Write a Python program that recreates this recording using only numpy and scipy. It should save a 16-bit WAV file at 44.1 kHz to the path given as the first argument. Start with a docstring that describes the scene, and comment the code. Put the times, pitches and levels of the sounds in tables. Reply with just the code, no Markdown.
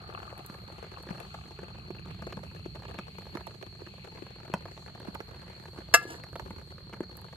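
"""Beer gulps and fizzes from a can into an enamel mug close by, as bubbles ring the mug's air under a growing foam;
later the empty can is knocked down on the table: shell modes, noise cracks at each contact, then a scrape.
Rain taps the taut tent overhead as cloth modes with noise sprays, and thin noise ticks snap near the microphone.
Outside at night, narrow noise bands sing as crickets over a flickering rain hiss and a far low rumble."""
import sys
import numpy as np
from scipy import signal
from scipy.fft import rfft, irfft
from scipy.io import wavfile
from scipy.ndimage import uniform_filter1d

SR = 44100
rng = np.random.default_rng(int(sys.argv[2]) if len(sys.argv) > 2 else 0)


def volts_from_db(level):
    """Convert decibel levels to linear amplitude ratios."""
    exponent = np.asarray(level, float) / 20
    return 10 ** exponent


def dump_mix(stems):
    """Bounce the given channels to the path in sys.argv[1] as a 16-bit WAV at rate SR."""
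    frames = np.atleast_2d(stems).T  # one column per channel
    limited = np.clip(frames, -1, 1)  # hard clip at full scale
    pcm = np.round(limited * 32767).astype(np.int16)
    wavfile.write(sys.argv[1], SR, pcm)


N = 324576
T = np.arange(N) / SR
SIDES = np.array([[1], [-1]])  # left, right

# bright noise for splash, scrape and patch, with a notch near 9.5 kHz: [hz, density_db]
BRIGHT_SPECTRUM = [(3500, -29.5), (5000, -0.5), (8600, -3), (9300, -22.5), (10100, -16.5), (10800, -1.5),
                   (14300, -16.5)]
# night rumble and hiss, with a deep notch near 9.5 kHz: [hz, density_db]
NIGHT_SPECTRUM = [(25, -26.5), (60, -2), (101, -1), (183, -4.5), (267, -20.5), (457, -19.5), (3630, -23.5),
                  (5300, -39.5), (6500, -34.5), (8800, -34), (9150, -77.5), (10150, -85.5), (10500, -34),
                  (12900, -35), (13700, -77.5)]
SLOW_BASS_S = 0.0028  # cloth waves near 250 Hz arrive this late; higher ones sooner


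def level(x, db):
    """Scale to an rms level."""
    return x * volts_from_db(db) / np.sqrt(np.mean(x ** 2))


def peak(x, db):
    """Scale each row to a peak level."""
    return x * volts_from_db(db)[:, None] / np.abs(x).max(axis=-1, keepdims=True)


def curve(rows):
    """An (s, dB) table as gain, silent outside its span."""
    return volts_from_db(np.interp(T, *np.transpose(rows), left=-150, right=-150))


def colour(x, points):
    """Shape the last axis by a (Hz, dB) spectrum."""
    hz, db = np.transpose(points)
    f = np.fft.rfftfreq(x.shape[-1], 1 / SR) + 1
    gain = volts_from_db(np.interp(np.log(f), np.log(hz), db, left=-90, right=-90))
    return irfft(rfft(x) * gain, x.shape[-1])


def band(x, hz, width):
    """Two-pole resonance, gain 1 at the centre."""
    return signal.lfilter(*signal.iirpeak(hz, hz / width, fs=SR), x)


def walk(rate):
    """Random levels held 1 / rate s and slewed twice; spread near 1."""
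    k = int(SR / rate)
    held = np.repeat(rng.standard_normal(N // k + 1), k)
    return 1.42 * uniform_filter1d(uniform_filter1d(held, k), k)[:N]


def ports(x, left_lag, pan_db):
    """Two microphone ports: the left hears it left_lag samples later and pan_db louder."""
    turn = np.exp(-1j * np.pi * np.fft.rfftfreq(len(x)) * left_lag * SIDES)
    return irfft(rfft(x) * turn, len(x)) * volts_from_db(pan_db * SIDES / 2)


def burst(noise, t, rise, fall, tail, tail_db, points):
    """Noise that swells, dies fast and leaves a weaker tail; t starts before the blow."""
    after = np.maximum(t, 0)
    decay = np.exp(-after / fall) + volts_from_db(tail_db) * np.exp(-after / tail)
    return colour(noise * (1 - np.exp(-after / rise)) * decay, points)


def pour(count=9000):
    """Small bubbles burst in uneven gulps under the stream and ring the air of the mug."""
    # air of the mug, low, high and top resonance: [hz, width_hz of the first filter, level_db]
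    mug_air = [(800, 240, 0), (1250, 320, 3), (2550, 450, 0)]
    # strength of the stream: [s, gain_db]
    flow = [(0, -57.5), (.35, -56), (.75, -62), (1.1, -59), (2.1, -58), (2.9, -60.5), (3.4, -65.5),
            (4.8, -63)]
    foam_s, foam_rise_s = 2.05, 0.65  # the head of foam closes over the hollow of the mug
    foam_db, foam_early_db, hollow_late_db = 5, -8.5, -15

    u = rng.random((count, 3))
    t = np.arange(512) / SR
    hz = (600 * 5.0 ** u[:, 1])[:, None]
    # each bubble's pitch rises as it dies
    bubbles = np.sin(2 * np.pi * hz * t * (1 + 25 * t)) * np.exp(-hz * t / 1.6)
    bubbles = bubbles * volts_from_db(-2.5 * np.log(u[:, 2:]))
    stream = np.zeros(N + len(t))
    np.add.at(stream, (u[:, :1] * N).astype(int) + np.arange(len(t)), bubbles)
    stream = stream[:N] * volts_from_db(2.5 * walk(25)) * gulps()
    # the foam crackles: a few bursts stand far above the rest
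    fizz = stream * volts_from_db(4 * walk(300))

    resonances = []
    for x, (hz, width, db) in zip((stream, stream, fizz), mug_air):
        resonances.append(level(band(band(x, hz, width), hz, 3 * width), db))
    low, high, top = resonances
    foam = 1 / (1 + np.exp((foam_s - T) / foam_rise_s))
    hollow = (low + high) * volts_from_db(hollow_late_db * foam)
    mug = hollow + top * volts_from_db(foam_db + foam_early_db * (1.5 - foam))
    return ports(mug * curve(flow), 11.6, 7.1)


def gulps():
    """The stream drags air under: inside a run its gain dips, jumps at each gulp and dies away."""
    # runs of regular gulps: [start_s, length_s, swing_db above and below the flow before smoothing]
    gulp_runs = [(.097, .21, 13), (1.127, .09, 14), (1.385, .08, 11)]
    gulp_hz, gulp_share = 39, .2  # the share of a gulp's period sets its fall
    db = np.zeros(N)
    for s, length, top_db in gulp_runs:
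        phase = ((T - s) * gulp_hz) % 1
        inside = (T > s) * (T < s + length)
        db += inside * top_db * (2 * np.exp(-(phase / gulp_share / 2) ** 2) - 1)
    return volts_from_db(uniform_filter1d(db, size=60))


def can():
    """The first contact rings the thin shell, soon damped by the hand; every contact cracks; a scrape follows."""
    # modes of the thin shell: [hz, relative_db, t60_s before the hand's damping]
    shell_modes = [(320, -8, .05), (480, -4, .05), (683, 2, .08), (931, -3, .06), (1200, -1, .2),
                   (1353, -3, .2), (1552, 0, .13), (1676, -2, .32), (1698, -5, .32), (2093, -3, .22),
                   (2665, 0, .18), (2800, -3, .08), (3385, -11, .12), (4940, -12, .1), (5215, -4, .16)]
    # noise spectrum of a contact: [hz, density_db]
    crack_spectrum = [(500, -17), (2500, -12), (4000, -9), (5400, -4), (8600, -8), (9600, -40), (11000, -5),
                      (13000, -11), (13900, -45)]
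    # the can lands in a quick run of contacts: [s, peak_db]
    contacts = [(5.9394, -9), (5.9411, -5), (5.945, -5.5), (5.95, -13.5), (5.956, -19.5)]
    # the can scuffs to rest: [s, gain_db]
    scuff_marks = [(5.99, -57), (6.028, -59), (6.079, -60), (6.103, -54), (6.119, -58)]
    ring_db, scuff_rise_db_s, scuff_fall_db_s = -15, 3000, 300

    ring, cracks = np.zeros((2, N))
    t = np.arange(int(.3 * SR)) / SR - .01  # starts 10 ms before the contact
    after = np.maximum(t, 0)
    hz, mode_db, t60 = np.transpose(shell_modes)[:, :, None]
    decay = np.exp(-np.log(1000) * after / t60)
    modes = volts_from_db(mode_db + ring_db) * decay * np.sin(2 * np.pi * hz * after)
    # the loose shell buzzes, so each mode wavers quickly
    modes = modes * (1 + 4 * uniform_filter1d(rng.standard_normal(modes.shape), 250))
    damping = .22 + np.exp(-(after / .016) ** 2)
    start = int((contacts[0][0] - .01) * SR)
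    ring[start:start + len(t)] = modes.sum(axis=0) * (1 - np.exp(-after / .001)) * damping

    for s, db in contacts:
        crack = burst(rng.standard_normal((1, len(t))), t, .0004, .002, .011, -20, crack_spectrum)
        start = int((s - .01) * SR)
        cracks[start:start + len(t)] += peak(crack, np.array([db]))[0]

    grit = rng.standard_normal(N) * volts_from_db(3.2 * walk(170))
    shell_scrape = sum(band(grit, f, 40) / f for f in hz[hz < 3000])
    scrape = level(colour(grit, BRIGHT_SPECTRUM), 0) + level(shell_scrape, 11.6)
    scuffs = 0
    for s, db in scuff_marks:
        scuffs = scuffs + volts_from_db(db - np.maximum(scuff_rise_db_s * (s - T), scuff_fall_db_s * (T - s)))
    scrape = scrape * scuffs * (T > contacts[0][0])
    # the shell and the point of contact lie in slightly different directions
    return ports(ring, 3.0, 1.3) + ports(cracks + scrape, 11.45, 0)


def clear_taps():
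    """The clearest taps: raindrops on the fabric, and a few glugs of the pour, all played as drops."""
    # [s, tap_peak_db, thump_pitch_hz, thump_over_tap_db]
    tap_rows = [(.091, -41.5, 370, 4.5), (.326, -44, 510, 11.5), (.497, -38.5, 222, 3),
                (.541, -37.5, 593, -9), (.7, -52, 530, 16.5), (.826, -43.5, 460, 9), (1.067, -42, 353, 4.5),
                (1.086, -35, 216, -1), (1.105, -33.5, 191, 4.5), (1.201, -34.5, 420, -24),
                (1.341, -32, 200, -17), (1.588, -36, 384, -0.5), (1.63, -47.5, 403, 13),
                (1.903, -38.5, 340, 10), (2.22, -33, 220, -3.5), (2.267, -31.5, 353, 0.5),
                (2.323, -30, 463, -10), (2.368, -35, 196, 2), (2.659, -41, 320, 12.5),
                (2.986, -28, 190, -3), (3.183, -35, 560, -6), (3.351, -32.5, 276, 6),
                (3.37, -30.5, 400, -8), (3.468, -33.5, 507, -7), (3.625, -34.5, 510, -12),
                (3.818, -51, 375, 17.5), (4.221, -41.5, 306, 9.5), (4.498, -42.5, 320, 8.5),
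                (4.538, -36, 200, 11), (4.654, -36, 464, 2), (5.0, -38, 268, -0.5),
                (5.083, -42.5, 232, 13.5), (5.148, -33, 284, -2), (5.203, -32.5, 345, 0.5),
                (5.785, -55, 310, 25.5), (6.052, -47, 360, 16), (6.236, -34, 201, -20),
                (6.355, -28.5, 530, -4), (6.395, -28, 555, -30), (6.459, -39.5, 404, 1),
                (6.504, -35.5, 226, 0.5), (6.932, -35.5, 189, -2), (7.004, -32.5, 303, 12)]
    return drops(tap_rows)


def patter(count=330):
    """Fainter drops all over the tent, sizes spread exponentially in dB up to a ceiling."""
    faintest_db, spread_db, top_db = -48, 3.5, -41  # tap peaks
    u = rng.random((count, 4))
    tap_db = np.minimum(faintest_db - spread_db * np.log(u[:, 1]), top_db)
    return drops(np.transpose([u[:, 0] * N / SR, tap_db, 250 + 300 * u[:, 2], -6.0 + 6.0 * u[:, 3]]))


def drops(rows):
    """Each drop: a falling thump of the cloth, a ringing tap and a bright spray."""
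    # the spray peak of a middling drop; it grows more slowly than the tap
    middling_spray_db, spray_per_tap_db, middling_tap_db = -51.5, .8, -35
    s, tap_db, hz, thump_db = np.transpose(rows)
    t = np.arange(2048) / SR - .005  # starts 5 ms before the blow
    after = np.maximum(t, 0)
    noise = rng.standard_normal((len(s), 2, len(t)))

    # bending waves in cloth are slower when low, so the pitch sags
    late = np.maximum(t - SLOW_BASS_S / 2, 0)
    cycles = hz[:, None] * (late + 0.00086 * (1 - np.exp(-late / 0.00043)))
    thump = cycles ** 2 * np.exp(-cycles / 0.39) * np.sin(2 * np.pi * cycles)
    tap = cloth(after, len(s))
    spray = burst(noise[:, 0], t, 0.00046, 0.0046, 0.016, -9.0, BRIGHT_SPECTRUM)
    spray_db = middling_spray_db + spray_per_tap_db * (tap_db - middling_tap_db)
    mono = peak(thump, tap_db + thump_db) + peak(tap, tap_db) + peak(spray, spray_db)

    out = np.zeros((2, N + 2 * len(t)))
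    for k, start in enumerate((s * SR).astype(int)):
        # drops land all over the roof, mostly a little to the left
        place = noise[k, 1, 0]
        out[:, start:start + len(t)] += ports(mono[k], -5.0 - 9.12 * place, 1.1 + 5.1 * place)
    return out[:, int(.005 * SR):][:, :N]


def cloth(after, count, modes=14):
    """Each drop wakes its own handful of cloth modes; all last a few cycles, so the treble dies first."""
    # envelope of the fabric modes: [hz, relative_db]
    tap_envelope = [(350, -7), (1000, -2), (2000, -3), (4500, -6)]
    u = rng.random((modes, count, 3, 1))
    hz, db = np.transpose(tap_envelope)
    out = 0
    for k in range(modes):
        mode_hz = hz[0] * (hz[-1] / hz[0]) ** ((k + u[k, :, 0]) / modes)
        # the treble arrives first, and the spreading drop reaches the modes one by one
        delay = SLOW_BASS_S * 250 / mode_hz + .007 * u[k, :, 2] ** 2
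        cycles = mode_hz * np.maximum(after - delay, 0)
        gain = volts_from_db(np.interp(mode_hz, hz, db) - 12.0 * u[k, :, 1]) * (-1) ** k
        out = out + gain * cycles ** 1.5 * np.exp(-cycles / .9) * np.sin(2 * np.pi * cycles)
    return out


def patch():
    """One heavy drip from the roof rings a stiff patch close by: short modes, the low ones late, and a splash."""
    # separate modes of the patch: [hz, relative_db]
    patch_modes = [(606, -1), (985, -1), (1471, -7), (1990, -13), (2607, -10), (3137, -14)]
    start_s, fall_s, ring_peak_db, splash_peak_db = 4.5378, 0.0029, -15.5, -34
    t = np.arange(2048) / SR
    hz, db = np.transpose(patch_modes)[:, :, None]
    after = np.maximum(t - SLOW_BASS_S * 250 / hz, 0)
    modes = volts_from_db(db) * (after * hz > 0) * np.exp(-after / fall_s) * np.sin(2 * np.pi * hz * after)
    ring = modes.sum(axis=0)
    splash = colour(rng.standard_normal(len(t)) * np.exp(-t / (2 * fall_s)), BRIGHT_SPECTRUM)
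    drip = peak(np.array([ring, splash]), np.array([ring_peak_db, splash_peak_db])).sum(axis=0)
    out = np.zeros(N)
    out[int(start_s * SR):][:len(t)] = drip
    return ports(out, 1.0, -1.0)


def ticks():
    """Very short treble snaps of resonant noise, perhaps droplets bursting near the phone."""
    # thin bright ticks close by: [s, peak_db]
    tick_rows = [(0.378, -43.5), (0.4627, -33.5), (1.026, -44), (1.2007, -41), (3.467, -42), (4.999, -47),
                 (5.1457, -42.5), (7.1693, -36.5), (7.214, -44)]
    tick_hz, width_hz, fall_s = 11300, 2900, 0.0024
    t = np.arange(512) / SR
    out = np.zeros(N + len(t))
    noise = rng.standard_normal((len(tick_rows), len(t))) * np.exp(-t / fall_s)
    snaps = band(noise, tick_hz, width_hz)
    for (s, db), snap in zip(tick_rows, snaps):
        out[int(s * SR):][:len(t)] += peak(snap[None], np.array([db]))[0]
    return ports(out[:N], 11.26, .1)


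def tent(x):
    """The small soft space answers with a short dull tail; only its treble differs between the ports."""
    t = np.arange(int(.15 * SR)) / SR
    mid, side = rng.standard_normal((2, len(t))) * np.exp(-np.log(1000) * t / 0.11)  # t60 0.11 s
    side = colour(side, [(100, -20), (1500, 0), (16000, 0)])
    tail = colour(mid + SIDES * side, [(100, 0), (2000, -2), (14000, -9)])
    tail = tail / np.sqrt((tail ** 2).sum(axis=1, keepdims=True))
    return x + volts_from_db(-13) * signal.fftconvolve(x.mean(axis=0, keepdims=True), tail, axes=1)[:, :N]


def crickets():
    """A chorus of noise-band singers whose close pitches blur into a throbbing band."""
    # singers outside: [hz, rms_db over both ports together]
    singers = [(4170, -60.5), (4320, -58), (4400, -60)]
    out = 0
    for hz, db in singers:
        song = band(band(rng.standard_normal((2, N)), hz, 200), hz, 200) * volts_from_db(1.3 * walk(40))
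        out = out + level(song[0] + 0.92 * SIDES * song[1], db)
    return out


def night():
    """Distant rain hiss in half-octave flicker; bass alike on both ports, treble unrelated."""
    mid, side = rng.standard_normal((2, N))
    out = 0
    for hz in 200 * 2 ** np.arange(0, 6.5, .5):
        both = band(mid, hz, hz / 3) + min(hz / 600, 1) * SIDES * band(side, hz, hz / 3)
        out = out + volts_from_db(3.63 * walk(8.6)) * both
    return level(colour(out, [p for p in NIGHT_SPECTRUM if p[0] > 150]), -60)


def rumble():
    """Low noise drone from far off that swells slowly, nearly alike on both ports."""
    # the rumble swells: [centre_s, half_width_s, rise_db]
    swell_rows = [(2.3, 0.49, 5.5), (6.45, 0.098, 4.5)]
    mid, side = rng.standard_normal((2, N))
    low = colour(mid + .16 * SIDES * side, [p for p in NIGHT_SPECTRUM if p[0] < 500])
    swell_db = sum(db * np.exp(-.5 * ((T - s) / width) ** 2) for s, width, db in swell_rows)
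    return level(low, -49.5) * volts_from_db(swell_db - 1.0 * SIDES)  # a little louder on the right


def scene():
    """Everything inside rings the tent; the night comes from outside."""
    inside = pour() + can() + clear_taps() + patter() + patch() + ticks()
    return tent(inside) + crickets() + night() + rumble()


def roll_off(x):
    """The treble ends steeply here."""
    return signal.sosfilt(signal.butter(12, 17000, fs=SR, output="sos"), x)


def record(dry):
    """The phone rounds the loudest peak and drops the deepest bass and the top."""
    mic = signal.sosfilt(signal.butter(2, 45, "high", fs=SR, output="sos"), np.tanh(dry))
    mic = signal.sosfilt(signal.butter(12, 15600, fs=SR, output="sos"), mic)
    return roll_off(mic)


dry = scene()
out = record(dry)
dump_mix(out)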